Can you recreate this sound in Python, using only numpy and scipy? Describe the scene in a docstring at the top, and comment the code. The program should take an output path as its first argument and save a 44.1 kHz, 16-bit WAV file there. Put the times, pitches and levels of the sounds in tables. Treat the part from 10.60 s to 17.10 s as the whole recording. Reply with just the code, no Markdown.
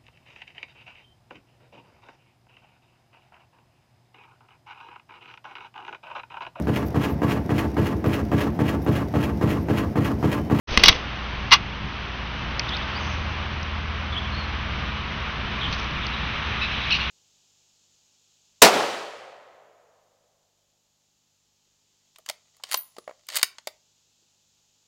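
"""In a yard, a woodpecker flaps onto the plastic dish of a camera feeder. Its claws strike the rim and
slip once, and its beak picks among the seeds; every contact excites the resonant modes of the dish.
Small birds chirp in the trees and a nearer bird calls harshly, over a light wind, the tyre noise of a
car nearing on a distant road, a far engine and a low hum. The microphone sits in the feeder itself,
passes nothing above the mid treble and overloads on the claws."""
import sys
import numpy as np
from scipy import signal
from scipy.fft import rfft, irfft
from scipy.io import wavfile
from scipy.ndimage import uniform_filter1d

SR = 44100
rng = np.random.default_rng(int(sys.argv[2]) if len(sys.argv) > 2 else 0)


def put_to_file(sound):
    """Save the sound as 16-bit audio at rate SR, in the file named by the first command-line argument."""
    columns = np.atleast_2d(sound).T  # one column per channel
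    safe = np.clip(columns, -1, 1)
    whole_steps = np.round(safe * 32767)
    wavfile.write(sys.argv[1], SR, whole_steps.astype(np.int16))


N = 286650
TIME = np.arange(N) / SR
BAND_HZ = 6400  # upper limit of the microphone


def undb(db):
    """Amplitude ratio for a level in decibels."""
    return 10 ** (np.asarray(db) / 20)


def unit(x):
    """Normalisation to an rms of 1."""
    return x / np.sqrt(np.mean(x ** 2) + 1e-18)


def add(out, start, x):
    """Superposition: x is mixed into out from a start in seconds."""
    i = max(int(start * SR), 0)
    out[i:i + len(x)] += x[:N - i]


def walk(rate_hz):
    """Smoothed random fluctuation with a standard deviation near 1."""
    k = max(int(SR / rate_hz), 1)
    steps = np.repeat(rng.standard_normal(N // k + 1), k)
    return 1.5 * uniform_filter1d(uniform_filter1d(steps, k), k)[:N]


def band(x, hz, width_hz):
    """A second-order resonator with unit gain at its centre."""
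    return signal.lfilter(*signal.iirpeak(min(hz, SR / 3), hz / width_hz, fs=SR), x)


def noise(colour):
    """Spectral shaping: band-limited noise of rms 1 that follows (Hz, dB) points."""
    hz, db = np.transpose(colour)
    f = np.maximum(np.fft.rfftfreq(N, 1 / SR), 1)
    shape = undb(np.interp(np.log(f), np.log(hz), db))
    limits = (f < BAND_HZ) * np.minimum(f / hz[0], 1) ** 2
    return unit(irfft(rfft(rng.standard_normal(N)) * shape * limits, N))


# Spectrum of the yard's air. Each row: frequency in Hz, relative spectral level in dB.
AIR_SPECTRUM = [(20, -1.5), (35, -5), (55, 1), (110, 1.5), (150, 0.5), (220, -5), (320, -8.5), (480, -11),
                (750, -9), (1100, -5.5), (1700, -8.5), (3000, -9), (4500, -21.5), (6300, -30.5)]
# Soft gusts. Each row: peak time in seconds, width in seconds, rumble change in dB, rush change in dB.
GUSTS = [(2.35, 0.44, -0.5, 2.5), (5.0, 1, 2.5, 0.86)]


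def wind(level_db=-32.5, sway_db=0.43, buffet_db=2):
    """Amplitude modulation of noise: the breeze buffets the low rumble and sways the rush above it."""
    air = noise(AIR_SPECTRUM)
    rumble = signal.sosfiltfilt(signal.butter(2, 250, fs=SR, output="sos"), air)
    rumble_db, rush_db = buffet_db * walk(16), sway_db * walk(7)
    for peak, width, rumble_change, rush_change in GUSTS:
        gust = np.exp(-((TIME - peak) / width) ** 2)
        rumble_db += rumble_change * gust
        rush_db += rush_change * gust
    return undb(level_db) * (rumble * undb(rumble_db) + (air - rumble) * undb(rush_db))


# Tones of a far machine. Each row: multiple of the base frequency, level in dB.
HUM_TONES = [(1, -38), (2, -46.5), (3.5, -46.5)]


def hum(base_hz=58.45, rise_hz_per_s=0.42, wander=0.00397, swell_db=1.2):
    """Tones locked to one machine's speed waver together and rise as it slowly speeds up."""
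    hz = (base_hz + rise_hz_per_s * TIME) * (1 + wander * walk(2))
    phase = 2 * np.pi * np.cumsum(hz) / SR
    return sum(np.sqrt(2) * undb(db + swell_db * walk(4)) * np.sin(k * phase) for k, db in HUM_TONES)


def engine(firing_hz=80.4, sag_hz_per_s=0.66, idle_db=-43.5, load_db=11.5, octave_db=-18, waver_db=1.5):
    """Periodic firing: a far engine's tone and its octave sag in pitch and swell under load."""
    onset_s, attack_s, hold_s, release_s = 2, 0.57, 1.15, 1.35
    load = np.interp(TIME, np.cumsum([onset_s, attack_s, hold_s, release_s]), [0, 1, 1, 0])
    db = idle_db + load_db * load + waver_db * (1 - load) * walk(3)
    phase = 2 * np.pi * np.cumsum(firing_hz - sag_hz_per_s * TIME) / SR
    return np.sqrt(2) * undb(db) * (np.sin(phase) + undb(octave_db) * np.sin(2 * phase))


# Tyre noise entering the housing. Each row: frequency in Hz, relative spectral level in dB.
TYRE_SPECTRUM = [(200, -8), (600, -12.5), (1150, 3.5), (1500, -1.5), (2050, -2.5), (2400, 2), (2620, 0.5),
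                 (2850, 0), (3700, -1.5), (4020, -2.5), (4350, -12.5), (6300, -17.5)]


def car(closest_s=7.08, closest_m=23.8, closest_db=-30.5, speed_m_per_s=14.1, ground_db_per_m=0.15):
    """Spherical spreading and ground absorption: tyre noise grows louder and brighter as a car nears."""
    far_hz, near_hz, spread_octaves, flicker_db = 1330, 2750, 1.03, 0.9
    distance = np.hypot(closest_m, speed_m_per_s * (TIME - closest_s))
    nearness = closest_m / distance * undb(-ground_db_per_m * (distance - closest_m))
    bright_hz = far_hz + (near_hz - far_hz) * nearness ** 2
    spectrum, f = rfft(noise(TYRE_SPECTRUM)), np.fft.rfftfreq(N, 1 / SR)
    tyres, power = 0, 0
    for hz in 200 * 2. ** np.arange(6):
        octave = irfft(spectrum * np.maximum(1 - abs(np.log2((f + 1) / hz)), 0), N)
        weight = np.exp(-.5 * (np.log2(hz / bright_hz) / spread_octaves) ** 2)
        tyres += octave * weight * undb(flicker_db * walk(7.7))
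        power += np.var(octave) * weight ** 2
    return undb(closest_db) * nearness * tyres / np.sqrt(power)


def sing(notes, partials, waver=0.11, rasp_hz=900):
    """Harmonic notes made hoarse by random modulation of frequency and amplitude."""
    out, shake, tremble = np.zeros(N), walk(rasp_hz), walk(rasp_hz)
    for start, pitch_hz, swell_db, db, hoarse in notes:
        u = np.linspace(0, 1, len(pitch_hz))
        span = int(start * SR) + np.arange(len(u))
        phase = 2 * np.pi * np.cumsum(pitch_hz * (1 + waver * hoarse * shake[span])) / SR
        voice = sum(undb(partial_db) * np.sin(k * phase) for k, partial_db in partials)
        envelope = undb(swell_db) * np.sqrt(4 * u * (1 - u))
        roughness = 1 + 0.52 * hoarse * tremble[span]
        add(out, start, undb(db) * unit(voice * envelope * roughness))
    return out


# Warbled chirps. Each row: start in seconds, length in seconds, pitch in Hz,
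# rise as a fraction of the pitch, level in dB, hoarseness from 0 to 1.
CHIRPS = [(2.079, 0.076, 3500, 0.0495, -33.5, 0.38), (3.522, 0.073, 3310, -0.018, -32, 0.25)]
# A chirp arches, dips and flicks up. Each row: fraction of its length, pitch ratio.
CHIRP_CONTOUR = [(0, 0.97), (0.14, 1.08), (0.42, 0.925), (0.7, 0.98), (1, 1.07)]
# Short whistles. Each row: start in seconds, length in seconds, first and last pitch in Hz,
# level in dB, hoarseness from 0 to 1.
WHISTLES = [(2.343, 0.038, 4150, 4850, -40, 0.35), (2.39, 0.17, 6250, 6100, -48.5, 0.92),
            (3.715, 0.058, 4200, 4200, -44, 0.23), (3.763, 0.093, 4480, 4050, -43, 0.06),
            (5.008, 0.068, 3420, 3240, -31, 0.55), (5.421, 0.042, 3900, 2610, -36.5, 0.05),
            (5.53, 0.026, 4080, 3440, -38.5, 0.2)]


def small_birds(dip_db=-13.5, dip_at=0.38, dip_width=0.18):
    """Frequency modulation of a single tone: chirps warble and weaken at the dip, whistles glide."""
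    notes = []
    for start, length, hz, rise, db, hoarse in CHIRPS:
        u = np.linspace(0, 1, int(length * SR))
        pitch_hz = hz * (np.interp(u, *np.transpose(CHIRP_CONTOUR)) + rise * (u - .5))
        swell_db = dip_db * np.exp(-((u - dip_at) / dip_width) ** 2)
        notes.append((start, pitch_hz, swell_db, db, hoarse))
    for start, length, first_hz, last_hz, db, hoarse in WHISTLES:
        notes.append((start, np.linspace(first_hz, last_hz, int(length * SR)), 0, db, hoarse))
    return sing(notes, partials=[(1, 0)])


# Calls of a nearer bird. Each row: start in seconds, length in seconds, fundamental in Hz,
# level in dB, hoarseness from 0 to 1.
CALLS = [(6.012, 0.055, 1300, -27.5, 0.42), (6.303, 0.072, 1370, -21.5, 0.62)]
# Spectrum of a call. Each row: harmonic number, relative level in dB.
CALL_HARMONICS = [(2, 5.5), (3, -1), (4, -14.5)]


def harsh_bird(scoop=0.03, fade_db=-8):
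    """Harmonics of a missing fundamental form rasping calls that scoop in pitch and fade."""
    notes = []
    for start, length, hz, db, hoarse in CALLS:
        u = np.linspace(0, 1, int(length * SR))
        pitch_hz = hz * (1 + scoop * np.cos(2 * np.pi * np.sqrt(u)))
        notes.append((start, pitch_hz, fade_db * u, db, hoarse))
    return sing(notes, CALL_HARMONICS, waver=0.114, rasp_hz=950)


def birds(echo_s=0.087, echo_db=-11, t60=.33, tail_db=-8):
    """Reflection and scattering: the voices return as an echo across the yard and a tail from trees."""
    voices = small_birds() + harsh_bird()
    t = TIME[:SR // 2]
    trees = rng.standard_normal(len(t)) * np.exp(-np.log(1000) * t / t60)
    echo = np.interp(TIME - echo_s, TIME, voices)
    tail = signal.fftconvolve(voices, trees / np.linalg.norm(trees))[:N]
    return voices + undb(echo_db) * echo + undb(tail_db) * tail


# Rush of the feathers. 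Each row: frequency in Hz, relative spectral level in dB.
FEATHER_SPECTRUM = [(25, 11), (90, -8.5), (250, -1.5), (500, -3), (1100, -9), (1700, -11), (2800, -5.5),
                    (4200, -11), (6300, -17.5)]
# The bird's weight and wing puffs shove the feeder.
# Each row: start in seconds, level in dB, frequency in Hz, time to decay by 60 dB in seconds.
THUMPS = [(0.116, -16, 44.5, 0.056), (0.175, -8.5, 205, 0.032), (0.176, -8, 55, 0.055),
          (0.2974, -6.5, 85, 0.033)]


def landing(fold_s=0.3, wings_db=-21, wingbeat_hz=18.1, wingbeat_db=2.5, flutter_db=1.5):
    """Wingbeats modulate feather noise until the wings fold; shoves start damped feeder vibrations."""
    rise_db_per_s, fall_db_per_s = 51.5, 195
    since_fold = TIME - fold_s
    effort_db = wings_db + np.minimum(rise_db_per_s * since_fold, -fall_db_per_s * since_fold)
    beat_db = wingbeat_db * np.cos(2 * np.pi * wingbeat_hz * since_fold)
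    out = noise(FEATHER_SPECTRUM) * undb(effort_db + beat_db + flutter_db * walk(159))
    t = TIME[:SR // 4]
    for start, db, hz, t60 in THUMPS:
        add(out, start, -undb(db) * np.sin(2 * np.pi * hz * t) * np.exp(-np.log(1000) * t / t60))
    return out


# Modes of the plastic dish. Each row: frequency in Hz, bandwidth in Hz, gain in dB.
DISH_MODES = [(530, 200, -9.5), (980, 100, -5), (1130, 170, 6.5), (1596, 410, -9.5), (2067, 105, 2.5),
              (2244, 100, -1.5), (2526, 180, -1), (2823, 100, 4), (3180, 110, -2), (3280, 100, -5),
              (3390, 86, -0.5), (3770, 120, 0), (4220, 135, -1.5), (4540, 130, -2.5), (4950, 130, -13.5),
              (5630, 160, -23), (5600, 180, -21), (6500, 180, -21)]


def dish(force, direct, spot_db=0):
    """Modal resonance: the spot touched weights each mode, and some contact noise arrives directly."""
    weights_db = spot_db * rng.standard_normal(len(DISH_MODES))
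    ring = sum(undb(db + weight_db) * band(force, hz, width)
               for (hz, width, db), weight_db in zip(DISH_MODES, weights_db))
    return ring + direct * band(force, 2100, 4400)


def contacts(rows, direct, q, grit_db):
    """Impulsive excitation: a sharp tick and a dying burst of tiny catches ring the dish."""
    out, t = np.zeros(N), TIME[:SR // 10]
    for start, db, length, hz in rows:
        catches = rng.standard_normal(len(t))
        grit = undb(grit_db * np.repeat(rng.standard_normal(len(t)), 10)[:len(t)])
        force = catches * grit * np.exp(-(t / length) ** 2)
        force[0] += 4  # the tick
        hit = dish(band(force, hz, hz / q), direct, spot_db=3.5)
        contact_rms = np.sqrt(np.mean(hit[t < length + .001] ** 2))
        add(out, start, undb(db) * hit / contact_rms)
    return out


def scatter(spells):
    """A jittered pulse train: rows of light contacts at uneven times and strengths in each spell."""
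    rows = []
    for start, end, rate, db, length, hz in spells:
        for k, (late, extra_db) in enumerate(rng.uniform((0, -3), (1, 3), (64, 2))):
            onset = start + (k + late) / rate
            if onset < end:
                rows.append((onset, db + extra_db, length, hz))
    return rows


# Beak on seeds. Each row: start in seconds, level in dB, length in seconds, centre of the force in Hz.
PECKS = [(1.9952, -18, .0018, 5800), (1.997, -25, 0.0042, 2000), (2.0918, -31.5, .002, 4630),
         (2.1675, -32.5, 0.005, 4400), (3.030, -37, 0.003, 5000), (5.1265, -29.5, 0.0054, 4300),
         (5.136, -32, 0.006, 4300), (5.198, -37, 0.0037, 5400), (5.3095, -38, 0.0023, 4400),
         (5.4675, -28.5, 0.0017, 4600)]
# Seeds shifting. Each row: start and end in seconds, touches per second, level in dB,
# length of a touch in seconds, centre of the force in Hz.
RUMMAGE = [(5.105, 5.25, 80, -44.5, 0.0068, 5500)]


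def beak():
    """Granular impacts: the beak picks and stirs the seeds, whose crunches excite the dish."""
    return contacts(PECKS + scatter(RUMMAGE), direct=0.55, q=2.9, grit_db=4.5)


def claw_slip(start_s=0.915, pressed_db=-5, light_hz=861.6, pressed_hz=1176, jitter=.17, scatter_db=3):
    """Stick-slip friction: a claw's uneven jerks drive the dish, faster and harder with pressure."""
    attack_s, hold_s, touch_db, release_db_per_s = 0.009, 0.014, -10, 828
    t = TIME - start_s
    pressure_db = touch_db * np.clip(1 - t / attack_s, 0, 1)
    pressure_db -= release_db_per_s * np.clip(t - attack_s - hold_s, 0, 1)
    db = pressed_db + pressure_db
    rate_hz = light_hz + (pressed_hz - light_hz) * undb(pressure_db)
    cycles = np.cumsum(rate_hz * (1 + jitter * walk(1100))) / SR
    jerks = np.flatnonzero(np.diff(np.floor(cycles)))
    force = 0.3 * band(rng.standard_normal(N), 2700, 2400)  # grit between the jerks
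    force[jerks] += undb(scatter_db * rng.standard_normal(N // 10))[:len(jerks)]
    # below -6 dB the touch is light and the jerks are rounder
    hardness = np.minimum(undb((db + 6) / 2), 1)
    rounded = signal.sosfilt(signal.butter(1, 2600, fs=SR, output="sos"), force)
    squeak = dish(hardness * force + (1 - hardness) * rounded, direct=0.14)
    squeak = signal.sosfilt(signal.butter(2, 300, "high", fs=SR, output="sos"), squeak)
    # pressure sets the strength, however the jerks line up with the modes
    running_rms = np.sqrt(uniform_filter1d(squeak ** 2, size=260) + 1e-12)
    return squeak / running_rms * undb(db) * (t > 0)


# Claws on the rim. Each row: start in seconds, level in dB, length in seconds, centre of the force in Hz.
CLAW_STRIKES = [(0.1745, -5, 0.0026, 1900), (0.2362, -2.5, 0.0059, 2900), (0.2594, -6, 0.0026, 4050),
                (0.2824, 0, 0.0054, 3730), (0.289, -6.5, 0.0066, 2920), (0.297, -15, 0.0021, 1980),
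                (0.910, -21, .003, 2000)]
# Scrabbling for a hold. Each row: start and end in seconds, touches per second, level in dB,
# length of a touch in seconds, centre of the force in Hz.
SCRABBLE = [(0.19, 0.215, 110, -21, .003, 2500), (0.241, 0.279, 210, -16.5, 0.0043, 5000),
            (0.305, 0.34, 76, -23, 0.003, 3100)]


def claws():
    """Broadband impacts: claws strike and scrabble on the rim, exciting many modes at once."""
    return contacts(CLAW_STRIKES + scatter(SCRABBLE), direct=0.38, q=0.92, grit_db=2.5)


def scene():
    """Superposition of the woodpecker and the yard behind it, in one channel."""
    woodpecker = claws() + beak() + claw_slip() + landing()
    yard = birds() + wind() + car() + engine() + hum()
    return (woodpecker + yard)[None]


def record(dry, wake_s=0.072, headroom=1.06, top_hz=16000):
    """Clipping and band limiting: the microphone wakes and overloads; filter overshoot clips again."""
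    awake = np.clip((TIME - wake_s) / 0.024, 0, 1)
    overloaded = np.clip(dry * awake, -headroom, headroom)
    lowpass = signal.firwin(601, BAND_HZ, fs=SR, window=("kaiser", 8))
    narrow = signal.fftconvolve(overloaded, lowpass[None], mode="same")
    return signal.sosfilt(signal.ellip(8, .2, 70, top_hz, fs=SR, output="sos"), np.clip(narrow, -1, 1))


dry = scene()
out = record(dry)
put_to_file(out)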